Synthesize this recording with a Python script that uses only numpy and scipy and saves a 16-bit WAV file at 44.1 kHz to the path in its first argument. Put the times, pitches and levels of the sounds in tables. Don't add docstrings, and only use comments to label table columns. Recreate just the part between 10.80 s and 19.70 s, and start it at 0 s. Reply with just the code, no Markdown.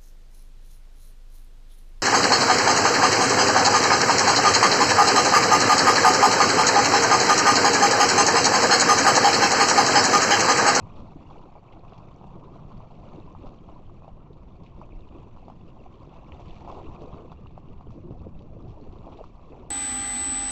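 import sys
import numpy as np
from scipy import signal
from scipy.fft import rfft, irfft, next_fast_len
from scipy.io import wavfile

SR = 44100
rng = np.random.default_rng(int(sys.argv[2]) if len(sys.argv) > 2 else 0)


def persist_wave(psi):
    counts = np.round(np.clip(psi, -1, 1) * 32767).astype(np.int16)
    wavfile.write(sys.argv[1], SR, np.atleast_2d(counts).T)


N = 392651
TIME = np.arange(N) / SR

# time in seconds, churning under the floor in dB, splashing on the tube in dB.
WATER = [(0.0, -49, -50), (0.75, -54, -52.5), (1.15, -52.5, -50), (1.85, -53.5, -51), (2.3, -50.5, -51.0),
         (3.4, -53, -55.5), (4.2, -52, -55), (5.4, -51.5, -53.5), (5.8, -50, -47.5), (6.42, -47.5, -48),
         (6.62, -50.5, -56.0), (7.4, -49.5, -55.5), (8.1, -48, -53.5), (8.52, -55, -56.0),
         (8.9, -54.5, -59.0)]
# frequency in Hz, relative strength in dB.
WALL = [(110, -14.5), (200, 0), (260, -0.7593), (340, 1), (450, -6.5), (700, -4), (820, -7.5), (1050, -5.5),
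        (1200, -11), (1400, -20), (1650, -33.5), (2000, -48), (4500, -100)]
# frequency in Hz, relative strength in dB.
SEAL = [(1300, -27), (1650, -8), (2000, -5), (2400, -1), (2700, 0.5), (3050, -5.5), (3500, -5.5),
        (4000, -9.5), (4500, -10), (5000, -16.5), (5900, -15), (6800, -21), (7400, -20.5), (8000, -25)]


def gain_of(db):
    return 10 ** (np.asarray(db) / 20)


def evened(x):
    return x / np.sqrt(np.mean(x ** 2) + 1e-20)


def follow(table, axis):
    rows = np.array(table)
    return gain_of(np.interp(TIME, rows[:, 0], rows[:, axis]))


def add(mix, s, sound):
    part = mix[max(round(s * SR), 0):][:len(sound)]
    part += sound[:len(part)]


def band(x, edge_hz, kind, order=4):
    return signal.sosfilt(signal.butter(order, edge_hz, kind, fs=SR, output="sos"), x)


def colour(x, points, size=8192):
    hz, db = np.transpose(points)
    bins = abs(np.fft.fftfreq(size, 1 / SR))
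    log_gain = np.log(gain_of(np.interp(np.log(bins + 1), np.log(hz + 1), db)))
    taps = np.fft.ifft(np.exp(np.conj(signal.hilbert(log_gain)))).real
    return signal.oaconvolve(x, taps[:size // 2])[:N]


def wander(rate_hz):
    size = next_fast_len(N, True)
    hz = np.fft.rfftfreq(size, 1 / SR)
    weight = np.exp(-(hz / rate_hz) ** 2) * hz / (hz + 5)
    return evened(irfft(rfft(rng.standard_normal(size)) * weight, size)[:N])


def impacts(per_s, spread_db):
    size = gain_of(spread_db * np.minimum(rng.exponential(1, N), 3.5))
    return size * rng.choice([-1., 1.], N) * (rng.random(N) < per_s / SR)


def ring(hz, swell_s, glide=0):
    age = np.arange(int(10 * swell_s * SR) + 2) / (swell_s * SR)
    return age * np.exp(1 - age) * np.sin(2 * np.pi * hz * swell_s * age * (1 + glide * age))


def bubbles(low_hz, high_hz, cycles, spread_db, glide, count):
    out = np.zeros(N)
    for when, size, luck in rng.random((count, 3)):
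        hz = low_hz * (high_hz / low_hz) ** size
        db = -spread_db * np.log(luck + .03)
        add(out, when * N / SR, gain_of(db) * ring(hz, cycles / hz, glide))
    return evened(out)


def clumped(x, depth_db, width_hz, life_s, size=512):
    z = signal.stft(x, nperseg=size)[2]
    across = signal.windows.gaussian(31, width_hz * size / SR / np.pi)
    along = signal.windows.gaussian(31, life_s * 2 * SR / size / np.pi)
    patches = signal.fftconvolve(rng.standard_normal(z.shape), np.outer(across, along), "same")
    return signal.istft(z * gain_of(depth_db * evened(patches)), nperseg=size)[1][:N]


def swell(s, length_s):
    return np.cos(np.pi * np.clip((TIME - s) / length_s, -.5, .5)) ** 2


def wave_rise(axis):
    # crest in seconds, length in seconds,
    # rise under the floor in dB, rise along the tube in dB.
    waves = [(0.18, 0.1125, 2, 3), (0.517, 0.235, 3, 3.5), (1.151, 0.2363, 0, 2.0), (1.6, 0.4723, 4.0, 0.0),
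             (1.761, 0.1121, 4, 2.5), (2.35, 0.1845, 6, 4), (2.711, 0.3218, 5.0, 1.5),
             (2.93, 0.1349, 3.5, 2.5), (4.02, 0.129, 3, 2.5), (4.383, 0.2829, 3.5, 2.5),
             (5.343, 0.2394, -0.5, 4), (5.551, 0.1917, 3.0, 3), (5.932, 0.3215, 1.5, 5.0),
             (6.01, 0.2567, 5, 0.5), (6.241, 0.12, 4, 1.5), (7.272, 0.19, 7.5, 0.5),
             (7.451, 0.1185, 4.0, 3), (7.74, 0.4934, 3.5, 0.5), (8.31, 0.3719, 6, 4),
             (8.411, 0.1393, 2.5, 4.5), (8.769, 0.459, 8.0, 9)]
    return sum(row[axis] * swell(row[0], row[1]) for row in waves)


def wind(trim_db=0.9985, eddy_db=1.5, gust_s=.17):
    # time in seconds, level in dB before trim and buffets.
    stream = [(0, -45.5), (0.7, -50.5), (1.1, -49.5), (1.4, -47.5), (3.8, -47.0), (4.05, -44), (4.6, -46.5),
              (5.1, -47), (5.7, -46.5), (7.8, -44), (8.35, -44), (8.65, -48), (8.9, -45)]
    # frequency in Hz, relative strength in dB.
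    rumble_colour = [(3, -9.5), (10, 1), (19, -6), (32, -8.5), (52, -13), (78, -12), (110, -14.5),
                     (160, -26), (300, -45), (900, -110)]
    # crest in seconds, rise in dB.
    gusts = [(0.17, 4), (0.51, 4.0), (1.97, 2), (2.4, 3), (2.64, 3.5), (3.61, 2.0), (5.71, 4), (6.09, 7.5),
             (7.9, 2)]
    rumble = colour(rng.standard_normal(N), rumble_colour, size=32768)
    eddies = evened(rumble * gain_of(eddy_db * wander(20)))
    buffets = sum(db * swell(s, gust_s) for s, db in gusts)
    return gain_of(trim_db + buffets) * follow(stream, 1) * eddies


def rubbing(trim_db=-2.5, lurch_db=1.6362, skid_s=.16):
    # frequency in Hz, relative strength in dB.
    tube_colour = [(60, -22), (100, -4.5), (135, 0), (170, -0.5), (215, -6), (280, -15.5), (500, -40),
                   (1300, -110)]
    # time in seconds, level in dB before trim and grip.
    drag = [(0, -47.0), (0.5, -46.5), (0.7, -53.5), (1.2, -46), (2.8, -47.5), (3.1, -50.5), (4.4, -49.5),
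            (5.3, -49.0), (6.2, -48), (6.9, -47.5), (7.85, -47.5), (8.0, -50.5), (8.15, -45.5),
            (8.5, -53.5), (8.9, -50)]
    # crest in seconds, rise in dB.
    skids = [(0.05, 3.5), (0.2, 3.5), (1.67, 3.0), (1.95, 4), (4.01, 5.0), (5.48, 2.5), (7.08, 4),
             (7.31, 4.5), (7.46, 3), (7.87, 4.5)]
    drone = evened(colour(rng.standard_normal(N), tube_colour) * gain_of(lurch_db * wander(25)))
    grip = sum(db * swell(s, skid_s) for s, db in skids)
    return gain_of(trim_db + grip) * follow(drag, 1) * drone


def churn(slosh, trim_db=-3.0, pat_db=-1, bubble_db=-4, slosh_db=1.1331, clump_db=2.5,
          low_hz=205, split_hz=400, calm_db=-51, brighten=0.33):
    pats = evened(impacts(per_s=300, spread_db=1.5))
    drive = rng.standard_normal(N) + gain_of(pat_db) * pats
    gurgle = bubbles(264.54, 620.94, cycles=1.3367, spread_db=3.0, glide=0.011, count=560)
    wash = evened(band(colour(drive, WALL), [low_hz, 570], "band", order=3))
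    heard = clumped(wash + gain_of(bubble_db) * gurgle, clump_db, width_hz=200, life_s=.045)
    heard = evened(heard * gain_of(slosh_db * slosh))
    bow = follow(WATER, 2) * gain_of(wave_rise(axis=3) - calm_db)
    lows = band(heard, split_hz, "low", order=3)
    highs = band(heard, split_hz, "high", order=3)
    heard = lows + bow ** brighten * highs
    return gain_of(trim_db + wave_rise(axis=2)) * follow(WATER, 1) * heard


def splash(surge, slosh, trim_db=-4, pat_db=-1.5, bubble_db=-5, surge_db=1.5828, slosh_db=0.2511,
           clump_db=2.5):
    pats = evened(impacts(per_s=600, spread_db=3))
    drive = rng.standard_normal(N) + gain_of(pat_db) * pats
    small_bubbles = bubbles(650.39, 1254.5, cycles=1.7, spread_db=3.5, glide=0.0066, count=1100)
    gurgle = evened(colour(small_bubbles, WALL))
    rush = evened(band(colour(drive, WALL), 550, "high", order=3))
    heard = clumped(rush + gain_of(bubble_db) * gurgle, clump_db, width_hz=320, life_s=.028)
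    heard = heard * gain_of(surge_db * surge + slosh_db * slosh)
    return gain_of(trim_db + wave_rise(axis=3)) * follow(WATER, 2) * evened(heard)


def spray(surge, slosh, trim_db=-3.5, tick_db=-1.0, bubble_db=-3.0, surge_db=1.0005, slosh_db=0.3936,
          clump_db=2.0, mist_hz=4300, wave_share=0.7075):
    # time in seconds, level in dB before trim and waves,
    # lift of the finest mist (above mist_hz) in dB.
    thrown = [(0, -65, 3), (0.65, -67, 2), (0.82, -68, 0), (1.15, -66.5, 1), (1.85, -67, 1.5),
              (2.3, -65, 1.5), (3.28, -70, 1), (3.44, -72.5, -3), (3.6, -70, 1), (4.2, -68.5, 0.5),
              (5.45, -66, 0.5), (5.7, -59.5, 0), (5.92, -61.5, 0.5), (6.1, -62, 1), (6.42, -64, 1),
              (6.58, -68.5, -1), (7.13, -70, 0.5), (7.35, -71, 1), (7.75, -70.5, 1.5), (8.15, -67.5, 2),
              (8.52, -69.5, 3), (8.9, -71.5, 0)]
    ticks = evened(impacts(per_s=450, spread_db=3))
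    drive = rng.standard_normal(N) + gain_of(tick_db) * ticks
    fizz = evened(colour(bubbles(2200, 6800, cycles=4, spread_db=3.5, glide=.005, count=1800), SEAL))
    heard = evened(colour(drive, SEAL)) + gain_of(bubble_db) * fizz
    heard = clumped(heard, clump_db, width_hz=900, life_s=.016)
    heard = evened(heard * gain_of(surge_db * surge + slosh_db * slosh))
    drops = band(heard, mist_hz, "low", order=3)
    mist = band(heard, mist_hz, "high", order=3)
    heard = drops + follow(thrown, 2) * mist
    return gain_of(trim_db + wave_share * wave_rise(axis=3)) * follow(thrown, 1) * heard


def steady_hiss(level_db=-80, low_hz=1000, high_hz=1900):
    return gain_of(level_db) * evened(band(rng.standard_normal(N), [low_hz, high_hz], "band", order=1))


def bumps(cycles=0.9348):
    # start in seconds, peak in dB, pitch in Hz.
    thumps = [(0.025, -34.5, 110.4), (1.15, -43.5, 164.8), (1.945, -42.5, 79), (2.175, -43.5, 189.8),
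              (3.585, -41.5, 51.82), (4.115, -35.5, 31.99), (5.52, -37.5, 78.74), (5.672, -37, 158.9),
              (6.333, -39.5, 100.2), (6.543, -41.5, 79.43), (7.094, -39.5, 195.4), (7.305, -32, 131.2),
              (7.405, -39.5, 79), (7.875, -36.5, 110)]
    out = np.zeros(N)
    for s, db, hz in thumps:
        add(out, s, gain_of(db) * ring(hz, cycles / hz))
    return out


def slaps(trim_db=5.0, swell_s=0.0007063, slop_db=-16, slop_s=.01, drops_db=-32, drops_s=.012,
          small_db=-48, small_hz=900, count=8):
    # start in seconds, peak in dB before trim and filter, pitch in Hz.
    loud = [(0.069, -43.5, 785), (0.508, -39, 850), (0.593, -44.5, 960), (0.7528, -44, 850),
            (1.0496, -43, 1050), (1.121, -43, 1100), (1.203, -43, 940), (1.412, -44.5, 890),
            (1.4412, -42.5, 850), (1.76, -40, 700), (1.9168, -43.5, 1030), (2.0034, -42, 890),
            (2.5495, -38, 950), (2.8884, -41.5, 950), (3.0955, -45, 1000), (3.2208, -43.5, 801.3),
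            (3.2446, -41.5, 650), (3.279, -39, 680), (4.0144, -39, 950), (4.571, -43.5, 950),
            (4.6814, -38, 775.1), (4.6996, -38.5, 800), (5.5207, -46, 760), (5.5948, -41, 700),
            (5.8477, -39.5, 830), (5.8756, -34, 760), (6.152, -40.5, 950), (6.2179, -40.5, 560),
            (6.304, -41.5, 620), (6.342, -42, 1100), (6.5177, -37, 916.9), (6.525, -45, 1250),
            (6.6594, -44, 1076), (6.7766, -36.5, 770), (7.009, -42, 842.6), (7.105, -47.5, 1080),
            (8.0, -45, 720), (8.157, -45.5, 880), (8.3884, -39, 670), (8.4393, -40.5, 1088),
            (8.594, -45.5, 820)]
    out, flung, t = np.zeros(N), np.zeros(N), np.arange(SR // 12) / SR
    small = [(when * N / SR, small_db, small_hz * 2 ** (.5 * (size - .5)))
             for when, size in rng.random((count, 2))]
    for s, db, hz in loud + small:
        slop = evened(band(rng.standard_normal(len(t)), [0.732 * hz, 1.2862 * hz], "band", order=2))
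        add(out, s, gain_of(db) * ring(hz, swell_s))
        add(out, s, gain_of(db + slop_db) * slop * np.exp(-t / slop_s))
        add(flung, s, gain_of(db + drops_db) * np.exp(-t / drops_s))
    drops = evened(band(impacts(per_s=1500, spread_db=1.5), [1250, 4500], "band", order=2))
    return gain_of(trim_db) * band(out, 1341.3, "low", order=7) + flung * drops


def spatters(trim_db=-2.5, spread=1.3233, plip_db=-11, cycles=3, small_db=-64, small_s=.06,
             small_hz=4300, count=10):
    # start in seconds, starting level in dB before trim,
    # time to fade by 60 dB in seconds, pitch of the drops in Hz.
    large = [(0.16, -63, 0.5019, 3900), (0.503, -60, 0.0031, 4200), (0.585, -64.5, 0.0353, 4500),
             (0.922, -57.5, 0.127, 2998), (1.131, -61.5, 0.2142, 4002), (1.97, -58, 0.0433, 3696),
             (2.66, -63, 0.2958, 4490), (3.5318, -63, 0.0568, 4402), (3.835, -63.5, 0.1711, 4500),
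             (3.86, -59, 0.2173, 2493), (5.6, -63, 0.1339, 6001), (5.6826, -55, 0.15, 3606),
             (5.755, -60, 0.1145, 5000), (5.805, -58, 0.0652, 4399), (5.914, -56, 0.1438, 4806),
             (6.22, -60.5, 0.0815, 5507), (6.337, -57.5, 0.0975, 3909), (6.3836, -60.5, 0.0058, 3200),
             (6.5176, -57, 0.0786, 3624), (7.105, -67, 0.3618, 5500), (7.5917, -61.5, 0.057, 3200),
             (7.88, -64, 0.264, 5182), (8.04, -62, 0.0734, 2800), (8.125, -62.5, 0.1433, 3782),
             (8.184, -60.5, 0.014, 3800), (8.3182, -59, 0.1471, 3400), (8.37, -57.5, 0.1144, 3400),
             (8.44, -62, 0.2693, 4501), (8.797, -62, 0.055, 3500)]
    out, t = np.zeros(N), np.arange(SR // 5) / SR
    drops = np.pad(colour(impacts(per_s=700, spread_db=2.5), SEAL), (0, len(t)), "wrap")
    small = [(when * (N - len(t)) / SR, small_db, small_s, small_hz * 2 ** (size - .5))
             for when, size in rng.random((count, 2))]
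    for s, db, t60, hz in large + small:
        handful = band(drops[round(s * SR):][:len(t)], [hz / spread, hz * spread], "band", order=1)
        add(out, s, evened(handful) * gain_of(db - 60 * t / t60))
        add(out, s, gain_of(db + plip_db) * evened(ring(hz, cycles / hz)))
    return gain_of(trim_db) * out


def drips(trim_db=-1.5382, cycles=2.472, burst_db=-11, burst_s=0.0044, top_hz=5800):
    # start in seconds, peak in dB before trim and filter, pitch in Hz.
    hits = [(0.169, -51.5, 2900), (0.582, -54, 2900), (0.927, -54, 2100), (0.993, -58, 4200),
            (1.134, -51.5, 2860), (1.286, -55, 2230), (1.342, -59, 4700), (1.362, -57, 5771),
            (1.977, -55.5, 4700), (2.254, -55.5, 2830), (2.359, -53, 3800), (2.400, -55, 3800),
            (2.787, -55, 3100), (3.066, -58, 3070), (3.290, -56.5, 2900), (3.531, -54, 3800),
            (4.207, -55, 3700), (4.288, -54.5, 3000), (4.683, -59, 4700), (4.701, -62, 6500),
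            (4.879, -55.5, 2700), (5.037, -54.5, 2600), (5.141, -53.5, 3070), (5.708, -49, 2930),
            (6.2595, -54, 3800), (6.383, -53, 2300), (6.670, -47.5, 2800), (7.591, -55.5, 3800),
            (7.8242, -56.5, 3900), (8.012, -55, 4200), (8.126, -56, 2930), (8.186, -53.5, 3600),
            (8.336, -54, 3400), (8.375, -53, 3800)]
    out, t = np.zeros(N), np.arange(SR // 30) / SR
    for s, db, hz in hits:
        burst = evened(band(rng.standard_normal(len(t)), [.65 * hz, 1.4345 * hz], "band", order=2))
        add(out, s, gain_of(db) * ring(hz, cycles / hz))
        add(out, s, gain_of(db + burst_db) * burst * np.exp(-t / burst_s))
    return gain_of(trim_db) * band(out, top_hz, "low", order=2)


def glugs(glide=0.0027):
    # start in seconds, peak in dB, pitch in Hz, swell time in seconds.
    large_bubbles = [(0.358, -36.5, 289.6, 0.003137), (0.575, -45.5, 469.3, 0.00297),
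                     (0.637, -43.5, 299.9, 0.004414), (0.962, -47, 663.9, 0.003257),
                     (2.357, -44, 543.7, 0.002967), (2.475, -44.5, 988.3, 0.00314),
                     (2.925, -43, 300.8, 0.00361), (2.961, -45, 988.4, 0.003107),
                     (3.119, -44.5, 300, 0.00274), (3.286, -44.5, 758.1, 0.003762),
                     (3.503, -40, 408.8, 0.002875), (4.882, -46, 468.7, 0.0029),
                     (5.287, -43.5, 329.9, 0.002878), (6.043, -39, 299.5, 0.00502),
                     (6.083, -38.5, 328.9, 0.003954), (6.218, -40.5, 447.3, 0.00377),
                     (6.25, -41, 421.6, 0.00287), (6.447, -42, 485.1, 0.004282),
                     (7.238, -39, 344.5, 0.01218), (7.352, -48, 727, 0.005134),
                     (8.016, -41.5, 399.3, 0.00295), (8.41, -38, 468.6, 0.002998),
                     (8.721, -42, 391.2, 0.002657)]
    out = np.zeros(N)
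    for s, db, hz, swell_s in large_bubbles:
        add(out, s, gain_of(db) * ring(hz, swell_s, glide))
    return out


def breakers(per_s=190, jitter=.4, scatter=0.411, cycles=0.5846, uneven_db=2.0, fade_db=3, count=14):
    # start in seconds, length in seconds, peak in dB before unevenness, fade and filter,
    # middle pitch in Hz.
    runs = [(0.756, 0.02216, -41, 856.9), (1.53, 0.0452, -43.5, 858.6), (2.335, 0.02881, -43.5, 830),
            (2.657, 0.02808, -39.5, 869.2), (5.535, 0.03098, -43, 738.1), (5.882, 0.0448, -37, 763.8),
            (5.975, .032, -36, 748.6), (6.227, .03, -41, 715.9), (8.268, 0.02506, -37, 721.5),
            (8.32, 0.024934, -40, 760.7), (8.39, 0.03026, -39, 638.2)]
    out = np.zeros(N)
    for s, length_s, db, hz in runs:
        for k, (late, pitch, size) in enumerate(rng.uniform(-1, 1, (count, 3))):
            age = (k + jitter * late) / per_s
            pat_hz = hz * 2 ** (scatter * pitch)
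            if age < length_s:
                pat_db = db + uneven_db * size - fade_db * age / length_s
                add(out, s + age, gain_of(pat_db) * ring(pat_hz, cycles / pat_hz))
    return band(out, 1272.8, "low", order=8)


def knocks(trim_db=6, pitch_hz=330, swell_s=0.00058):
    # start in seconds, peak in dB before trim and filter.
    ridges = [(3.5953, -45), (4.1307, -41), (5.2736, -40), (6.345, -38.5), (7.0702, -38.5), (7.3085, -33),
              (7.417, -39), (7.4680, -35)]
    out = np.zeros(N)
    for s, db in ridges:
        add(out, s, -gain_of(db) * ring(pitch_hz, swell_s))
    return gain_of(trim_db) * band(out, 1200, "low", order=6)


def drumming(level_db=-51.5, low_hz=65, high_hz=103, start_s=5.5, end_s=8.05, fade_s=0.18, lurch_db=2.5):
    flutter = band(rng.standard_normal(N), [low_hz, high_hz], "band", order=2)
    boom = evened(flutter * gain_of(lurch_db * wander(20)))
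    fade = np.clip(np.minimum(TIME - start_s, end_s - TIME) / fade_s, 0, 1)
    return gain_of(level_db) * fade * boom


def case_tap(s=5.5207, trim_db=-36.0, pitch_hz=2650, swell_s=0.0002439, tail_db=-20, tail_s=0.01008,
             low_hz=1750, high_hz=3250):
    out, t = np.zeros(N), np.arange(SR // 20) / SR
    rattle = evened(band(rng.standard_normal(len(t)), [low_hz, high_hz], "band"))
    add(out, s, ring(pitch_hz, swell_s))
    add(out, s, gain_of(tail_db) * rattle * np.exp(-t / tail_s))
    return gain_of(trim_db) * band(out, [low_hz, high_hz], "band", order=3)


def scene():
    surge, slosh = wander(35), wander(10)
    raft = rubbing() + bumps() + knocks() + drumming()
    wash = churn(slosh) + splash(surge, slosh) + spray(surge, slosh)
    water = wash + steady_hiss() + slaps() + glugs() + breakers()
    drops = spatters() + drips() + case_tap()
    return (wind() + raft + water + drops)[None]


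def record(dry, edge_hz=7850, hiss_db=-99):
    low_pass = signal.firwin(401, edge_hz, window=("kaiser", 8), fs=SR)
    heard = signal.oaconvolve(dry, low_pass[None], "same")
    return heard + gain_of(hiss_db) * band(rng.standard_normal(N), 16000, "low", order=8)


dry = scene()
out = record(dry)
persist_wave(out)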